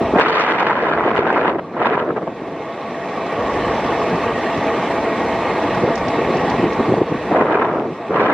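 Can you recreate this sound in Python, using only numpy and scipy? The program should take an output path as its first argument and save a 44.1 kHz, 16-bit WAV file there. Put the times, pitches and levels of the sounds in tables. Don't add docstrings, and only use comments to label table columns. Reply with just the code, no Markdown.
import sys
import numpy as np
from scipy import signal
from scipy.io import wavfile
from scipy.ndimage import uniform_filter1d

SR = 44100
rng = np.random.default_rng(int(sys.argv[2]) if len(sys.argv) > 2 else 0)


def wrap_up_sound(samples):
    columns = np.atleast_2d(samples).T
    tamed = np.clip(columns, -1, 1)
    steps = np.round(tamed * 32767).astype(np.int16)
    wavfile.write(sys.argv[1], SR, steps)


N = 367353
TIME = np.arange(N) / SR
REFERENCE_EDDY_HZ = 500


def from_db(db):
    return np.exp(np.asarray(db) * (np.log(10) / 20))


def rms_one(x):
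    return x / np.sqrt(np.mean(x ** 2) + 1e-20)


def in_time(points):
    time_s, value = np.transpose(points)
    return np.interp(TIME, time_s, value)


def at_hz(points, hz):
    f, value = np.transpose(points)
    return np.interp(np.log(hz), np.log(f), value)


def drift(rate_per_s):
    step = 40
    r = np.exp(-2 * np.pi * rate_per_s * step / SR)
    noise = rng.standard_normal(N // step + 2002)
    slow = signal.lfilter([1], [1, -2 * r, r * r], noise)[2000:]
    return np.interp(np.arange(N) / step, np.arange(len(slow)), rms_one(slow))


def swell_of(start_s, length_s, attack_s, release_s):
    age = TIME - start_s
    ramp = np.minimum(age / attack_s, (length_s - age) / release_s)
    return np.sin(np.pi / 2 * np.clip(ramp, 0, 1))


def cut(x, hz, kind, order):
    sos = signal.butter(order, hz, kind, fs=SR, output="sos")
    return signal.sosfilt(sos, x + 1e-18)


def bands(sources, edges_hz):
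    for k, (low, high) in enumerate(zip(edges_hz, edges_hz[1:])):
        sos = signal.butter(2, [low, high], "band", fs=SR, output="sos")
        band = signal.sosfilt(np.vstack([sos, sos]), sources[k % 2])
        yield np.sqrt(low * high), high - low, band


def resonate(x, hz, width_hz, lift_db):
    r = np.exp(-np.pi * width_hz / SR)
    zeros = np.array([1, 0, -1]) * (1 - r * r) / 2
    poles = [1, -2 * r * np.cos(2 * np.pi * hz / SR), r * r]
    return x + (from_db(lift_db) - 1) * signal.lfilter(zeros, poles, x)


def ring(clicks, hz, t60_s):
    r = np.exp(-np.log(1000) / (t60_s * SR))
    w = 2 * np.pi * hz / SR
    return signal.lfilter([0, np.sin(w)], [1, -2 * r * np.cos(w), r * r], clicks + 1e-18)


def rumble(fade_s, lump_db, lumps_per_s):
    # freq_hz, gain_db
    colour = [(25, -19.5), (45, -6.5), (70, 1), (100, -1), (150, -1.5), (300, -45), (1000, -100)]
    # start_s, length_s, level_db
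    spells = [(-0.4, 2.2, -34), (3.296, 1.5, -38.5), (4.912, 2.45, -38.5)]
    edges_hz = 20 * 2 ** np.arange(0, 4.1, .5)
    noise = 0
    for hz, width_hz, band in bands(rng.standard_normal((2, N)), edges_hz):
        noise = noise + band * from_db(at_hz(colour, hz))
    strength = 0
    for start_s, length_s, level_db in spells:
        strength = strength + from_db(level_db) * swell_of(start_s, length_s, fade_s, fade_s)
    lumps = from_db(lump_db * np.minimum(drift(lumps_per_s), 1))
    return strength * rms_one(noise * lumps)


def airflow(swell_db, swell_per_s):
    # time_s, level_db
    breeze = [(0, -21.5), (1.65, -14), (2.35, -19.5), (2.55, -17.5), (2.8, -32), (3.35, -27.5),
              (4.0, -49.5), (5.95, -51), (6.15, -21.5), (6.5, -23.5), (6.72, -23), (7.1, -23.5),
              (7.25, -33), (8.3, -25)]
    # start_s, length_s, attack_s, release_s, level_db, eddy_hz (at full swell and age 0)
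    gusts = [(0.098, 1.534, 0.3, 0.12, -0.4, 596), (1.708, 0.5, 0.15, 0.4, 0.5, 467),
             (7.28, 0.69, 0.39, 0.4, -1.5, 437), (8.072, 0.5, 0.27, 0.14, 2, 500)]
    # centre_s, level_db, eddy_hz, half_length_s
    buffets = [(0.014, -8.5, 204, 0.035), (0.14, -9, 160, 0.012), (0.164, -3, 330, 0.012),
               (0.186, -1, 426, 0.018), (0.217, -5, 715, 0.032), (0.287, -6, 610, 0.021),
               (0.412, -2, 710, 0.037), (0.516, -2.5, 620, 0.011), (0.603, -3.5, 680, 0.019),
               (0.67, -1.5, 597, 0.009), (1.081, -3, 520, 0.025), (1.183, 3, 553, 0.032),
               (1.283, 1, 480, 0.05), (1.383, 2.5, 485, 0.089), (1.48, 3.5, 480, 0.059),
               (1.558, 0, 350, 0.012), (1.594, -1.5, 376, 0.013), (1.822, -4, 484, 0.012),
               (1.862, 3, 500, 0.017), (1.945, 0, 470, 0.022), (1.997, -1, 560, 0.014),
               (2.026, -6, 340, 0.011), (2.099, -1, 306, 0.035), (2.174, -3.5, 390, 0.02),
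               (2.228, -5.5, 277, 0.032), (2.281, -6.5, 297, 0.021), (2.322, -9, 240, 0.009),
               (2.424, -10.5, 220, 0.0084), (2.484, -13, 258, 0.0081), (2.603, -16, 246, 0.016),
               (3.179, -15.5, 220, 0.009), (3.392, -15.5, 222.3, 0.012), (3.69, -23, 75, 0.012),
               (3.848, -21, 60, 0.016), (4.143, -19, 86, 0.028), (4.338, -23, 65, 0.025),
               (4.581, -19.5, 100, 0.018), (5.255, -24, 65, 0.012), (5.35, -25, 65, 0.016),
               (5.775, -22, 80, 0.012), (5.834, -12.5, 189, 0.028), (5.886, -15, 280, 0.02),
               (5.909, -10.5, 280, 0.012), (6.085, -18, 80, 0.014), (6.267, -19.5, 100, 0.016),
               (6.356, -19, 100, 0.011), (6.478, -20, 80, 0.012), (6.595, -16, 100, 0.016),
               (6.647, -10, 190, 0.033), (6.802, -6.5, 185, 0.014), (6.896, -9.5, 170, 0.015),
               (6.927, -6.5, 140, 0.021), (6.979, -11, 229, 0.018), (7.016, -7, 204, 0.02),
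               (7.122, -6.5, 206, 0.0094), (7.149, -17, 130, 0.012), (7.322, -7, 300, 0.013),
               (7.362, -5.5, 383, 0.029), (7.409, -3, 397, 0.035), (7.532, -4, 453, 0.051),
               (7.622, -2, 480, 0.008), (7.648, 0, 483, 0.011), (7.768, -7, 380, 0.01),
               (7.863, -9, 300, 0.0057), (7.794, -10.5, 320, 0.082), (7.88, -14, 270, 0.012),
               (7.91, -16, 161, 0.012), (8.002, -16, 270, 0.015), (8.109, -7, 278, 0.008),
               (8.152, -4.5, 430, 0.017)]
    breeze_eddy_hz, sag_oct_per_s = 228, 0.53
    parts = [(from_db(in_time(breeze) + swell_db * drift(swell_per_s)), breeze_eddy_hz)]
    for start_s, length_s, attack_s, release_s, level_db, eddy_hz in gusts:
        age = np.clip(TIME - start_s, 0, length_s)
        swell = swell_of(start_s, length_s, attack_s, release_s)
        sag = 2 ** (-sag_oct_per_s * age)
        parts.append((from_db(level_db) * swell, eddy_hz * swell ** 0.34 * sag))
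    for centre_s, level_db, eddy_hz, half_length_s in buffets:
        puff = np.exp(-1.7 * np.minimum(((TIME - centre_s) / half_length_s) ** 2, 20))
        parts.append((from_db(level_db) * puff, eddy_hz))
    power = sum(strength ** 2 for strength, hz in parts)
    mean_eddy_hz = sum(strength ** 2 * hz for strength, hz in parts) / power
    return np.sqrt(power), mean_eddy_hz


def wind(flutter_db, flutter_per_s, rasp_db, rasp_per_s, patchy_db):
    # multiple_of_eddy_rate, db_per_hz
    eddy_colour = [(.04, -60), (.08, -31.5), (.2, -11.5), (.5, -3.5), (.8, 1.5), (2, 4), (3, -2.5),
                   (4, -7.5), (6, -20), (8, -32), (16, -65.5), (40, -110)]
    # freq_hz, side_re_mid_db
    side_share = [(150, -70), (400, -36.5), (700, -22.5), (1000, -13), (2000, -2), (3000, 2), (6000, 12.5)]
    # freq_hz, width_hz, lift_db
    housing = [(411, 49, 3.5), (593, 1020, -4)]
    strength, eddy_hz = airflow(swell_db=1.0, swell_per_s=6.3)
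    side_stretch = (REFERENCE_EDDY_HZ / eddy_hz) ** 0.18
    eddies = np.minimum(drift(rasp_per_s), 1.7)
    edges_hz = np.r_[25, 50, np.geomspace(100, 1130, 8), np.geomspace(1450, 7000, 9), 8800]
    out, total_power = 0, 0
    for hz, width_hz, (mid, side) in bands(rng.standard_normal((2, 2, N)), edges_hz):
        gain = from_db(at_hz(eddy_colour, hz / eddy_hz)) * np.sqrt(width_hz)
        depth_db = rasp_db * np.sqrt(min(hz / 1000, 2.5))
        bursts = rms_one(from_db(depth_db * eddies + patchy_db * drift(39)))
        side = rms_one(side) * from_db(at_hz(side_share, hz * side_stretch))
        out = out + gain * bursts * (rms_one(mid) + np.array([side, -side]))
        total_power = total_power + gain ** 2
    for hz, width_hz, lift_db in housing:
        out = resonate(out, hz, width_hz, lift_db)
    flutter = from_db(flutter_db * drift(flutter_per_s))
    return strength * flutter * out / np.sqrt(total_power)


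def crackles(level_db, decay_s, low_hz, high_hz):
    # start_s, level_db (before level_db and band-pass)
    snaps = [(.183, -21), (.524, -19), (.535, -24), (.599, -20), (.631, -25), (.709, -29), (.876, -30),
             (1.153, -17), (1.172, -18), (1.329, -18), (1.441, -25.5), (1.943, -21), (2.049, -29)]
    out = np.zeros((2, N))
    age = TIME[:1024]
    for start_s, snap_db in snaps:
        start = int(start_s * SR)
        snap = rng.standard_normal((2, len(age))) * np.exp(-age / decay_s)
        out[:, start:start + len(age)] += from_db(snap_db) * snap
    return from_db(level_db) * cut(out, [low_hz, high_hz], "band", order=2)


def spatter(snaps_per_s, level_db, low_hz, high_hz):
    strength, eddy_hz = airflow(swell_db=1.0, swell_per_s=7.7)
    chance = snaps_per_s / SR * strength * (eddy_hz / REFERENCE_EDDY_HZ) ** 2
    snaps = (rng.random(N) < chance) * rng.standard_normal((2, N))
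    return from_db(level_db) * cut(strength * snaps, [low_hz, high_hz], "band", order=4)


def slaps(level_db, cycles):
    # centre_s, level_db (before level_db), pitch_hz
    swings = [(.162, -2, 550), (.169, -1, 503), (0.198, 13, 890), (.238, 6, 1200), (0.709, 11.5, 1200),
              (0.976, 8.5, 1150), (1.009, 8.5, 970), (1.156, 9.5, 990), (1.191, 7.5, 420), (1.304, 8, 1200),
              (1.378, 10, 895), (1.458, 11, 906), (1.818, 9, 905), (1.978, 11, 800), (2.181, 4, 700),
              (2.278, 1, 684), (2.922, -6, 480), (3.392, -5.5, 450), (5.843, -6, 396), (5.908, -10, 423),
              (6.803, -4, 300), (6.941, 0.5, 520), (7.018, -2.5, 380), (7.314, -5, 600), (7.348, 2, 600),
              (7.423, 5.5, 703), (7.554, 5, 724), (7.587, 7, 750), (7.621, 7, 836), (7.739, 5.5, 650)]
    out = np.zeros(N)
    for centre_s, swing_db, pitch_hz in swings:
        phase = (TIME - centre_s) * pitch_hz
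        near = np.abs(phase) < 4
        envelope = np.exp(-(phase[near] / cycles) ** 2)
        out[near] += from_db(swing_db) * np.sin(2 * np.pi * phase[near]) * envelope
    return from_db(level_db) * out


def conveyor(sway_db, sway_per_s):
    # freq_hz, width_hz, rms_db
    drone = [(669, 30, -26.4), (1903, 30, -38.8), (2574, 30, -47.3), (3667, 30, -56.5)]
    out = 0
    for hz, width_hz, rms_db in drone:
        wander = drift(width_hz) + 1j * drift(width_hz)
        sway = from_db(sway_db * drift(sway_per_s))
        tone = np.real(wander * np.exp(2j * np.pi * hz * TIME))
        out = out + from_db(rms_db) * rms_one(sway * tone)
    return out


def squeal(pitch_hz, waver_hz, waver_per_s, level_db, sway_db):
    hz = pitch_hz + waver_hz * drift(waver_per_s) + 0.5 * waver_hz * drift(80)
    sway = from_db(sway_db * np.minimum(drift(12), 1.5))
    tone = np.sin(2 * np.pi * np.cumsum(hz) / SR) * sway
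    return from_db(level_db) * rms_one(tone)


def stray_grains(level_db, scatter_db, skitter_s, scratch_db):
    # start_s, level_db (before level_db and mode gains)
    grains = [(2.7243, -60), (3.2637, -39), (3.796, -48.5), (4.0978, -39), (4.1566, -41), (4.5732, -38),
              (5.746, -37), (5.955, -27.5), (5.9765, -31), (6.0823, -30.5), (6.369, -36), (6.498, -29),
              (6.7308, -34)]
    # freq_hz, gain_db, t60_s
    steel_modes = [(3700, -5.5, 0.004), (4630, 7, 0.005), (5350, 8.5, 0.0065), (5950, 5, 0.006),
                   (6600, 5.5, 0.005), (7500, -1.5, 0.004)]
    out = np.zeros((2, N))
    age = TIME[:2048]
    for start_s, grain_db in grains:
        start = int(start_s * SR)
        span = slice(start, start + len(age))
        contact = rng.standard_normal((2, len(age))) * np.exp(-age / skitter_s)
        contact = contact / np.linalg.norm(contact[0])
        out[:, span] += from_db(grain_db + scratch_db) * cut(contact, 3000, "high", order=2)
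        for hz, mode_db, t60_s in steel_modes:
            strike_db = grain_db + mode_db + scatter_db * rng.standard_normal()
            out[:, span] += from_db(strike_db) * ring(contact, hz, t60_s)
    return from_db(level_db) * out


def stream(spectrum, grains_per_s, patchy_db):
    # freq_hz, right_minus_left_db
    lean = [(1300, 0), (1900, 2.3), (3500, 4), (6000, 1.8), (9000, 0)]
    impacts = (rng.random((2, N)) < grains_per_s / SR) * rng.standard_normal((2, N))
    edges_hz = np.geomspace(25, 17000, 29)
    out = 0
    for hz, width_hz, band in bands(impacts, edges_hz):
        pan = from_db(at_hz(lean, hz) * np.array([[-.5], [.5]]))
        out = out + pan * (band * from_db(at_hz(spectrum, hz) + patchy_db * drift(15)))
    return rms_one(out)


def pour(mid_db, side_db, surge_db, ring_sway_db):
    # freq_hz, db_per_hz (relative)
    mid_spectrum = [(30, -37.5), (65, -14), (130, -5.5), (230, 2), (320, 2.5), (480, 2), (800, -3.5),
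                    (1180, -5), (1400, -11.5), (2100, -13), (3000, -21.5), (4200, -27.5), (5300, -36.5),
                    (7800, -42.5), (10500, -99.5)]
    # freq_hz, db_per_hz (relative)
    side_spectrum = [(200, -33), (400, -51.5), (1400, -37), (1950, 8.5), (3000, 6.5), (4500, 5.5),
                     (7000, 2), (10000, -2.5), (13000, -4), (15500, -2.5)]
    # time_s, level_db
    rush_level = [(0, -1), (1.7, -0.6), (2.6, -0.6), (3.3, -1.2), (3.8, 0.25), (4.5, -0.5), (5.7, 0),
                  (6.7, -0.5), (7.25, 0), (8.3, -0.5)]
    # freq_hz, width_hz, lift_db (mean)
    resonances = [(337, 45, 0.5), (436, 30, 2.5), (506, 45, 4.5), (556, 17, -1), (835, 48, 8.5),
                  (919, 14, 4), (1040, 25, 4), (1111, 57, 6.5), (1181, 26, 1), (1257, 79, -2),
                  (1642, 32, 6), (1780, 91, 3.5), (1845, 15, 5), (2135, 71, 9), (2320, 30, 4),
                  (2680, 140, 6), (3006, 52, 3), (3110, 150, -1.5), (3404, 110, 7), (3870, 56, 3.5),
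                  (4140, 130, 2.5), (4560, 110, 4.5), (4980, 250, -3), (5480, 240, 7.5), (6550, 500, 1.5)]
    ring_sways_per_s = 4
    mid = from_db(mid_db) * stream(mid_spectrum, grains_per_s=9000, patchy_db=1.36)
    side = from_db(side_db) * stream(side_spectrum, grains_per_s=20000, patchy_db=1.3)
    surge = from_db(in_time(rush_level) + surge_db * drift(27))
    out = (mid + side * [[1], [-1]]) * surge
    for hz, width_hz, lift_db in resonances:
        out = resonate(out, hz, width_hz, lift_db + ring_sway_db * drift(ring_sways_per_s))
    return out


def gain_control(x):
    threshold_db, window_s, attack_s, recovery_db_per_s = -16, 0.078, 0.054, 10.5
    power = uniform_filter1d(np.mean(x ** 2, axis=0), int(window_s * SR))
    level_db = 10 * np.log10(np.maximum(power, 1e-12))
    excess_db = np.maximum(level_db - threshold_db, 0)
    recovered_db = recovery_db_per_s * TIME
    held_db = np.maximum.accumulate(excess_db + recovered_db) - recovered_db
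    r = np.exp(-1 / (attack_s * SR))
    reduction_db, _ = signal.lfilter([1 - r], [1, -r], held_db, zi=[r * held_db[0]])
    return x * from_db(-reduction_db)


def scene():
    loader = pour(mid_db=-21.0, side_db=-45.5, surge_db=0.4, ring_sway_db=1.2)
    loader = loader + conveyor(sway_db=1.8, sway_per_s=3)
    loader = loader + squeal(pitch_hz=4160, waver_hz=55, waver_per_s=3, level_db=-54.5, sway_db=7)
    ticks = stray_grains(level_db=-0.5, scatter_db=1.0, skitter_s=0.006, scratch_db=24)
    ticks = cut(ticks, 7800, "low", order=10)
    gusts = wind(flutter_db=0.5, flutter_per_s=45, rasp_db=2.25, rasp_per_s=170, patchy_db=1.9)
    gusts = cut(gusts, 105, "high", order=2)
    gusts = gusts + crackles(level_db=2, decay_s=0.0015, low_hz=2200, high_hz=6000)
    gusts = gusts + spatter(snaps_per_s=45, level_db=15, low_hz=1000, high_hz=3100)
    lumps = rumble(fade_s=0.24, lump_db=5.5, lumps_per_s=8)
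    return loader + ticks + gusts + lumps + slaps(level_db=3.0, cycles=0.48)


def record(dry):
    levelled = gain_control(dry)
    rounded = levelled / (1 + levelled ** 12) ** (1 / 12)
    low_pass = signal.cheby2(14, 70, 16600, fs=SR, output="sos")
    return signal.sosfilt(low_pass, rounded)


dry = scene()
out = record(dry)
wrap_up_sound(out)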